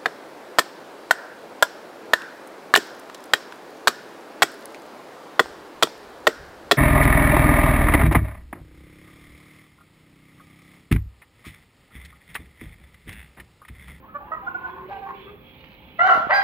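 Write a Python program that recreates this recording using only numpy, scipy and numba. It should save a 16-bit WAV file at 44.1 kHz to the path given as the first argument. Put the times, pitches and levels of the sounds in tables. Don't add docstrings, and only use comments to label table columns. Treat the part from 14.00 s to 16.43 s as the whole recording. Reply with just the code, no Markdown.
import sys
import numpy as np
from scipy import signal
from scipy.fft import rfft, irfft, next_fast_len
from scipy.io import wavfile
from numba import njit

SR = 44100
rng = np.random.default_rng(int(sys.argv[2]) if len(sys.argv) > 2 else 0)


def bounce(signal):
    frames = np.transpose(np.atleast_2d(signal))
    limited = np.clip(frames, -1, 1)
    pcm = np.round(limited * 32767).astype(np.int16)
    wavfile.write(sys.argv[1], SR, pcm)


N = 107207
T = np.arange(N) / SR


def undb(db):
    return 10 ** (np.asarray(db) / 20)


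def unit(x):
    return x / np.sqrt(np.mean(x ** 2) + 1e-18)


def gain_at(hz, colour):
    f, db = np.array(colour).T
    return undb(np.interp(np.log(np.maximum(hz, 1)), np.log(f), db))


def shape(x, response):
    size = next_fast_len(N + N // 4, real=True)
    hz = np.arange(size // 2 + 1) * SR / size
    return irfft(rfft(x, size) * response(hz), size)[..., :N]


def noise(colour):
    return unit(shape(rng.standard_normal(N), lambda f: gain_at(f, colour)))


def wobble(rate_hz):
    return unit(shape(rng.standard_normal(N), lambda f: np.exp(-.5 * (f / rate_hz) ** 2)))


def curves(table):
    times, *columns = np.array(table).T
    return [np.interp(T, times, column) for column in columns]


def gate(start, end, edge_s):
    return np.clip((T - start) / edge_s + .5, 0, 1) * np.clip((end - T) / edge_s + .5, 0, 1)


def pan(x, db):
    return x * undb(np.array([[db], [-db]]) / 2)


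@njit
def resonate(x, hz, width_hz):
    y, band_state, low_state = np.empty(len(x)), 0., 0.
    for i in range(len(x)):
        g, damping = np.tan(np.pi * hz[i] / SR), width_hz / hz[i]
        band = (band_state + g * (x[i] - low_state)) / (1 + g * (g + damping))
        band_state = 2 * band - band_state
        low_state += 2 * g * band
        y[i] = damping * band
    return y


# f/Hz, correlation
RING_CORRELATION = [(300, 0.46), (750, 0.4), (1200, 0.23), (1900, 0.68), (6000, .1)]

def shed(x, low_t60_s=0.62, treble_t60_s=0.38, split_hz=2500, first_echo_s=0.0049, build_s=0.0043):
    white = rng.standard_normal((2, N))
    low = shape(white, lambda f: 1 / (1 + (f / split_hz) ** 2))
    tail = low * undb(-60 * T / low_t60_s) + (white - low) * undb(-60 * T / treble_t60_s)
    onset = np.clip((T - first_echo_s) / build_s, 0, 1)
    mid, side = unit(tail * onset) / np.sqrt(N)
    alike = lambda f: np.interp(f, *np.array(RING_CORRELATION).T)
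    mid = shape(mid, lambda f: np.sqrt((1 + alike(f)) / 2))
    side = shape(side, lambda f: np.sqrt((1 - alike(f)) / 2))
    return np.array([signal.fftconvolve(x, mid + sign * side)[:N] for sign in (1, -1)])


# f/Hz, relative level/dB
AIR_COLOUR = [(20, -19), (40, -4.5), (65, 3), (100, -4.5), (200, 0), (330, -7), (650, -14), (870, -10.5),
              (1050, -17), (1700, -17), (3000, -29.5), (5000, -46.5), (8500, -69.5), (11000, -46.5),
              (13000, -34.5), (15500, -29.5)]
# f/Hz, level/dB
HUM_LINES = [(120, -66), (528, -61.5)]

def background(air_db=-50, side_db=-12.5):
    air = noise(AIR_COLOUR) + undb(side_db) * noise(AIR_COLOUR) * np.array([[1], [-1]])
    hum = sum(undb(db) * np.sqrt(2) * np.sin(2 * np.pi * hz * T) for hz, db in HUM_LINES)
    return pan(undb(air_db) * air + hum, db=0.5)


# t/s, relative level/dB
KNOCKS = [(2.155, -29.5), (2.176, -26.5), (2.203, -31), (2.27, -28.5)]
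# f/Hz, gain/dB
KNOCK_COLOUR = [(50, -37), (110, -6), (180, -4), (330, -2.5), (600, 7), (1500, -21)]

def knocks(hz=270, decay_s=0.0018):
    pushes = 0
    for start, db in KNOCKS:
        age = np.maximum(T - start, 0)
        pushes += undb(db) * np.exp(-age / decay_s) * np.sin(2 * np.pi * hz * age)
    bumps = undb(5.5) * shape(pushes, lambda f: gain_at(f, KNOCK_COLOUR))
    return pan(bumps, db=-16)


# t/s, relative level/dB
FLOCK_SWELL = [(0, -62), (.5, -59), (.68, -50), (.85, -58), (.92, -45.5), (1.12, -52.5), (1.22, -45),
               (1.39, -57), (1.46, -49.5), (1.77, -50), (1.9, -50.5), (2.43, -45.5)]
# f/Hz, relative level/dB
RUSTLE_COLOUR = [(800, -24), (1700, -18), (2300, 9.5), (2900, 0.5), (3400, -5.5), (4000, -6.5),
                 (5000, -24.5), (7000, -38)]

def flock(count=120, centre_hz=3010, spread=0.16, width_s=0.0087):
    cheeps = np.zeros(N)
    for when, pitch, strength in rng.random((count, 3)):
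        age = T - when * T[-1]
        hz = centre_hz * (1 + spread * (2 * pitch - 1))
        envelope = strength * np.exp(-(age / width_s) ** 2)
        cheeps += envelope * np.sin(2 * np.pi * hz * (age - age ** 2))
    rustle = np.array([noise(RUSTLE_COLOUR) * undb(1.7 * wobble(rate_hz=30)) for _ in range(2)])
    swell = undb(curves(FLOCK_SWELL)[0] - 7)
    return swell * (rustle + undb(-4.5) * unit(shed(cheeps)))


# t/s, length/s, start f/Hz, end f/Hz, level/dB
PEEPS = [(1.166, .08, 3200, 3500, -54.5), (1.274, 0.045, 3435, 3270, -60.5),
         (1.42, 0.081, 3230, 3336, -57.5), (1.51, 0.087, 3250, 3740, -59.5),
         (1.79, 0.091, 3485, 3310, -61.5)]

def peeps(quaver=0.04, direct_db=-8):
    shake = 1 + quaver * wobble(rate_hz=70)
    whistles = 0
    for start, length, start_hz, end_hz, db in PEEPS:
        hz = np.interp(T, [start, start + length], [start_hz, end_hz]) * shake
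        phase = 2 * np.pi * np.cumsum(hz) / SR
        whistles += undb(db) * gate(start, start + length, edge_s=0.02) * np.sin(phase)
    return undb(direct_db) * whistles + shed(whistles)


# t/s, length/s, level/dB
SCRATCHES = [(0.899, 0.045, -62), (1.6, 0.14, -59.5)]
# f/Hz, relative level/dB
LITTER_COLOUR = [(600, -11.5), (1500, -2.5), (2400, 2.5), (3400, -8.5), (4300, -7.5), (5200, -22),
                 (6500, -29.5), (8500, -47)]

def scratches(grain_db=7.5):
    strokes = sum(undb(db) * gate(t, t + length, edge_s=0.032) for t, length, db in SCRATCHES)
    return strokes * unit(noise(LITTER_COLOUR) * undb(grain_db * wobble(rate_hz=170)))


# t/s, relative level/dB, resonance f/Hz
PECKS = [(.899, -26.5, 1370), (1.09, -28, 1300), (1.641, -30, 1696), (1.75, -36.5, 2880)]
# f/Hz, gain/dB
PECK_COLOUR = [(100, -8), (500, -3), (4000, -18), (7000, -45.5), (16000, -56.5)]

def pecks(decay_s=0.0011, half_width_hz=810):
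    taps = 0
    for start, db, hz in PECKS:
        burst = rng.standard_normal(N) * undb(db) * (T >= start) * np.exp(-abs(T - start) / decay_s)
        resonance = lambda f: undb(7) / (1 + ((f - hz) / half_width_hz) ** 4)
        taps += shape(burst, lambda f: gain_at(f, PECK_COLOUR) + resonance(f))
    return taps


def voice(hz, gain, rough, throat, clear_hz=SR, jitter=0.035, breakup=0.81):
    on = gain > 1e-5
    pitch = (hz * (1 + jitter * rough * wobble(rate_hz=59.2)))[on]
    phase = 2 * np.pi * np.cumsum(pitch) / SR
    half_gain = (rough * undb(-2.5) * (1 + 0.17 * wobble(rate_hz=190)))[on]
    broken = lambda f: breakup * (1 - 1 / (1 + (f / clear_hz) ** 20))
    tone, power, sound = 0, 0, np.zeros(N)
    for k, offset in enumerate(rng.uniform(0, 2 * np.pi, size=40), 1):
        line_hz = pitch * k / 2
        line_gain = throat(line_hz) * np.sqrt(1 - broken(line_hz)) * (line_hz < 0.45 * SR)
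        if k % 2:
            line_gain *= half_gain
        else:
            power += line_gain ** 2 / 2
        tone += line_gain * np.sin(k * phase / 2 + offset)
    sound[on] = tone / np.sqrt(power)
    puffs = rng.standard_normal(N)
    puffs[on] *= 1 + np.cos(phase)
    hiss = unit(shape(puffs, lambda f: throat(f) * f ** 2 / (f ** 2 + 200 ** 2)))
    sound += rough * undb(-3.5) * hiss
    if clear_hz < SR:
        sound += undb(-5) * shape(hiss, lambda f: np.sqrt(broken(f)))
    return sound * gain * undb(3.4 * rough * wobble(rate_hz=69))


# t/s, f/Hz, level/dB
CROON = [(0.25, 335, -58.5), (0.618, 339.3, -50.5), (0.798, 368.3, -50), (0.883, 375.6, -46),
         (0.911, 430, -49), (1.002, 444.1, -49.5), (1.05, 409, -66), (1.113, 398, -45), (1.19, 398.6, -51),
         (1.268, 399, -49.5), (1.346, 414.3, -47.5), (1.37, 382, -69)]
# f/Hz, gain/dB
CROON_THROAT = [(200, -23), (400, 12.5), (800, -24), (1200, -17.5), (2000, -9), (5000, -48)]

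def croon(quaver=0.018):
    hz, db = curves(CROON)
    hz *= 1 + quaver * wobble(rate_hz=33)
    gain = undb(db) * gate(CROON[0][0], CROON[-1][0], edge_s=0.019)
    return voice(hz, gain, rough=0.65, throat=lambda f: gain_at(f, CROON_THROAT))


# t/s, length/s, start f/Hz, end f/Hz, level/dB, throat resonance f/Hz, roughness/0-1
MOANS = [(0.029, 0.047, 351.5, 356, -51, 1000, 0.6), (0.079, 0.13, 430, 441, -51, 1280, 0.5),
         (0.188, 0.14, 406, 420, -52, 801, 1), (0.275, 0.35, 328.7, 357.5, -45.5, 1022, 0.5),
         (0.426, 0.056, 402.3, 396.6, -43.5, 830, 0.1), (0.571, .14, 344, 342.4, -41.5, 973, 0.6),
         (0.732, 0.12, 354, 360.7, -43.5, 1015, 0.59), (0.887, 0.022, 296.7, 294, -39.5, 595, 0.4),
         (0.908, 0.094, 395, 398.3, -38.5, 870, 0.24), (1.019, 0.049, 397.2, 392.7, -36.5, 867, 0.15),
         (1.057, 0.06, 373, 366.7, -40.5, 1010, 0.6), (1.262, 0.044, 398.5, 396, -50, 1270, 0.35),
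         (1.795, 0.08, 430, 441, -62.5, 878, 0.7)]
# f/Hz, gain/dB
MOAN_THROAT = [(200, -24), (450, -38.5), (1250, -23), (1650, -11.5), (1900, -25), (2300, -34),
               (4000, -45.5), (7000, -65.5)]

def moans(quaver=0.018, throb_db=2.5, width_hz=184):
    notes = 0
    for start, length, start_hz, end_hz, db, throat_hz, rough in MOANS:
        throat = lambda f: gain_at(f, MOAN_THROAT) + 1 / (1 + ((f - throat_hz) / width_hz) ** 2) ** 2
        hz = np.interp(T, [start, start + length], [start_hz, end_hz])
        hz *= 1 + quaver * wobble(rate_hz=33.4)
        gain = undb(db + throb_db * wobble(rate_hz=11)) * gate(start, start + length, edge_s=0.019)
        notes += voice(hz, gain, rough, throat)
    return notes


# peak t/s, rise/s, fall/s, f/Hz, level/dB, pan/dB, roughness/0-1
CLUCKS = [(.16, 0.012, 0.018, 588.7, -28, 0.5, 0.12), (.322, 0.004, 0.015, 650.6, -25, -1.5, 0.19),
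          (.338, 0.0032, .004, 646, -26, -4, 0.2), (.351, .004, .007, 640, -28, -0.5, 0.08),
          (.377, 0.0065, 0.007, 651, -35, 0, 0), (.482, .012, 0.008, 749, -23.5, -1, 0.07),
          (.555, 0.0092, 0.008, 746, -23, -2, 0.04), (.658, 0.019, 0.008, 740.4, -27.5, -0.5, 0.1)]
# f/Hz, gain/dB
CLUCK_THROAT = [(400, -18), (600, -7.5), (760, -4), (1170, 3), (1480, 12), (1620, -7.5), (1760, -10),
                (1920, -6.5), (2150, -22.5), (3000, -38), (4400, -48), (7000, -70.5)]

def clucks(arch=0.033, quaver=0.023):
    notes = 0
    for peak, rise, fall, hz, db, pan_db, rough in CLUCKS:
        swell = np.exp(-((T - peak) / np.where(T < peak, rise, fall)) ** 2)
        bend = 1 - arch * (1 - swell) + quaver * wobble(rate_hz=36)
        note = voice(hz * bend, undb(db) * swell, rough, lambda f: gain_at(f, CLUCK_THROAT))
        notes += pan(note, pan_db)
    return notes


# t/s, f/Hz, relative level/dB, roughness/0-1, beak resonance f/Hz, treble/dB
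FIRST_SQUAWK = [(1.985, 660, -45, 0.07, 1970, -18.5), (1.995, 659.6, -13, 0.25, 1986, -22),
                (2.002, 674, -20.5, 0.3, 1890, -19), (2.007, 696.5, -15.5, 0.2, 1420, -17),
                (2.02, 708.5, -13, 0.2, 1495, -14), (2.03, 736, -23.5, 0.19, 1300, -5.5),
                (2.055, 760, -16.5, 0.3, 1418, -8), (2.075, 781.9, -16.5, 0.48, 1564, -2.5),
                (2.095, 757.3, -17.5, 0.74, 1240, -13), (2.11, 688.4, -16, 0.7, 1313, -5),
                (2.126, 675, -13, 0.38, 1353, -11), (2.14, 673.5, -30.5, 0.4, 1320, 9),
                (2.17, 652, -31.5, 0.8, 699, 5), (2.2, 670, -49, 0.7, 751, 2)]
SECOND_SQUAWK = [(2.28, 535.4, -58, 0.43, 1060, -14), (2.3, 603.8, -19, 0.33, 1044, -16.5),
                 (2.315, 645, -16, 0.92, 1920, -8), (2.328, 805, -14.5, 0.4, 1880, -8.5),
                 (2.342, 803, -15.5, 0.24, 1940, 6.5), (2.375, 811.6, -22, 0.21, 1550, 11.5),
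                 (2.41, 794, -21, 0.36, 1452, -7), (2.44, 802, -33.5, 0.36, 1530, -12)]
# f/Hz, gain/dB
FIRST_THROAT = [(300, -38.5), (460, -5.5), (600, -1), (740, -1.5), (900, -3.5), (1050, -1), (1170, -7.5),
                (1380, 3.5), (1550, -13.5), (1720, -7.5), (1980, -7), (2400, -27), (2650, -28.5),
                (2870, -13.5), (3100, -23.5), (3500, -31), (4100, -25.5), (5000, -33.5), (6800, -41.5),
                (8000, -62.5), (9600, -48.5), (13500, -44.5), (16000, -55)]
SECOND_THROAT = [(300, -32), (460, -22.5), (600, 2.5), (790, 3), (910, 2), (1060, 5.5), (1180, -5),
                 (1570, 0.5), (1760, -5), (1960, 2), (2400, -17.5), (2850, -15), (3200, -23), (4050, -22),
                 (4850, -17.5), (5600, -44), (6500, -41.5), (8500, -68.5), (10300, -46.5), (12000, -62),
                 (14300, -39), (16000, -75)]

def squawk(contour, throat, clear_hz, beak_db=9.5, treble_hz=3600):
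    hz, db, rough, beak_hz, treble_db = curves(contour)
    gain = undb(db) * gate(contour[0][0], contour[-1][0], edge_s=0.004027)
    cry = voice(hz, gain, rough, lambda f: gain_at(f, throat), clear_hz)
    beak = resonate(cry, beak_hz, width_hz=240.)
    cry = (cry + (undb(beak_db) - 1) * beak) / undb(beak_db / 2)
    treble = shape(cry, lambda f: 1 - 1 / (1 + (f / treble_hz) ** 10))
    return pan(cry + (undb(treble_db) - 1) * treble, db=4)


def scene():
    squawks = squawk(FIRST_SQUAWK, FIRST_THROAT, clear_hz=3530)
    squawks += squawk(SECOND_SQUAWK, SECOND_THROAT, clear_hz=15140)
    clucking = clucks()
    murmur = pan(moans() + croon(), db=3.5) + pecks() + scratches()
    send = undb(-7) * murmur + undb(-9) * clucking + undb(-1) * squawks
    hens = murmur + clucking + squawks + shed(send.mean(axis=0))
    return background() + knocks() + flock() + peeps() + undb(-0.14) * hens


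# f/Hz, left minus right/dB
MIC_BALANCE = [(100, -1.5), (300, -3), (700, -3), (1400, -3), (2700, -7.5), (4500, -4.5), (8000, -4),
               (14000, 10.5)]
# f/Hz, phase/rad
MIC_PHASE = [(60, 0), (400, -.3), (750, 0), (1100, .5), (1400, 2.1), (1900, 1.8), (3000, 1.2), (6000, .8)]

def record(dry):
    hz, lead_rad = np.array(MIC_PHASE).T
    heard = []
    for channel, sign in zip(dry, (1, -1)):
        balance = lambda f: gain_at(f, MIC_BALANCE) ** (sign / 2)
        rotation = lambda f: np.exp(-.5j * sign * np.interp(f, hz, lead_rad))
        heard.append(shape(channel, lambda f: balance(f) * rotation(f)))
    lowpass = signal.ellip(10, .2, 80, 15800, fs=SR, output="sos")
    return signal.sosfilt(lowpass, heard)


dry = scene()
out = record(dry)
bounce(out)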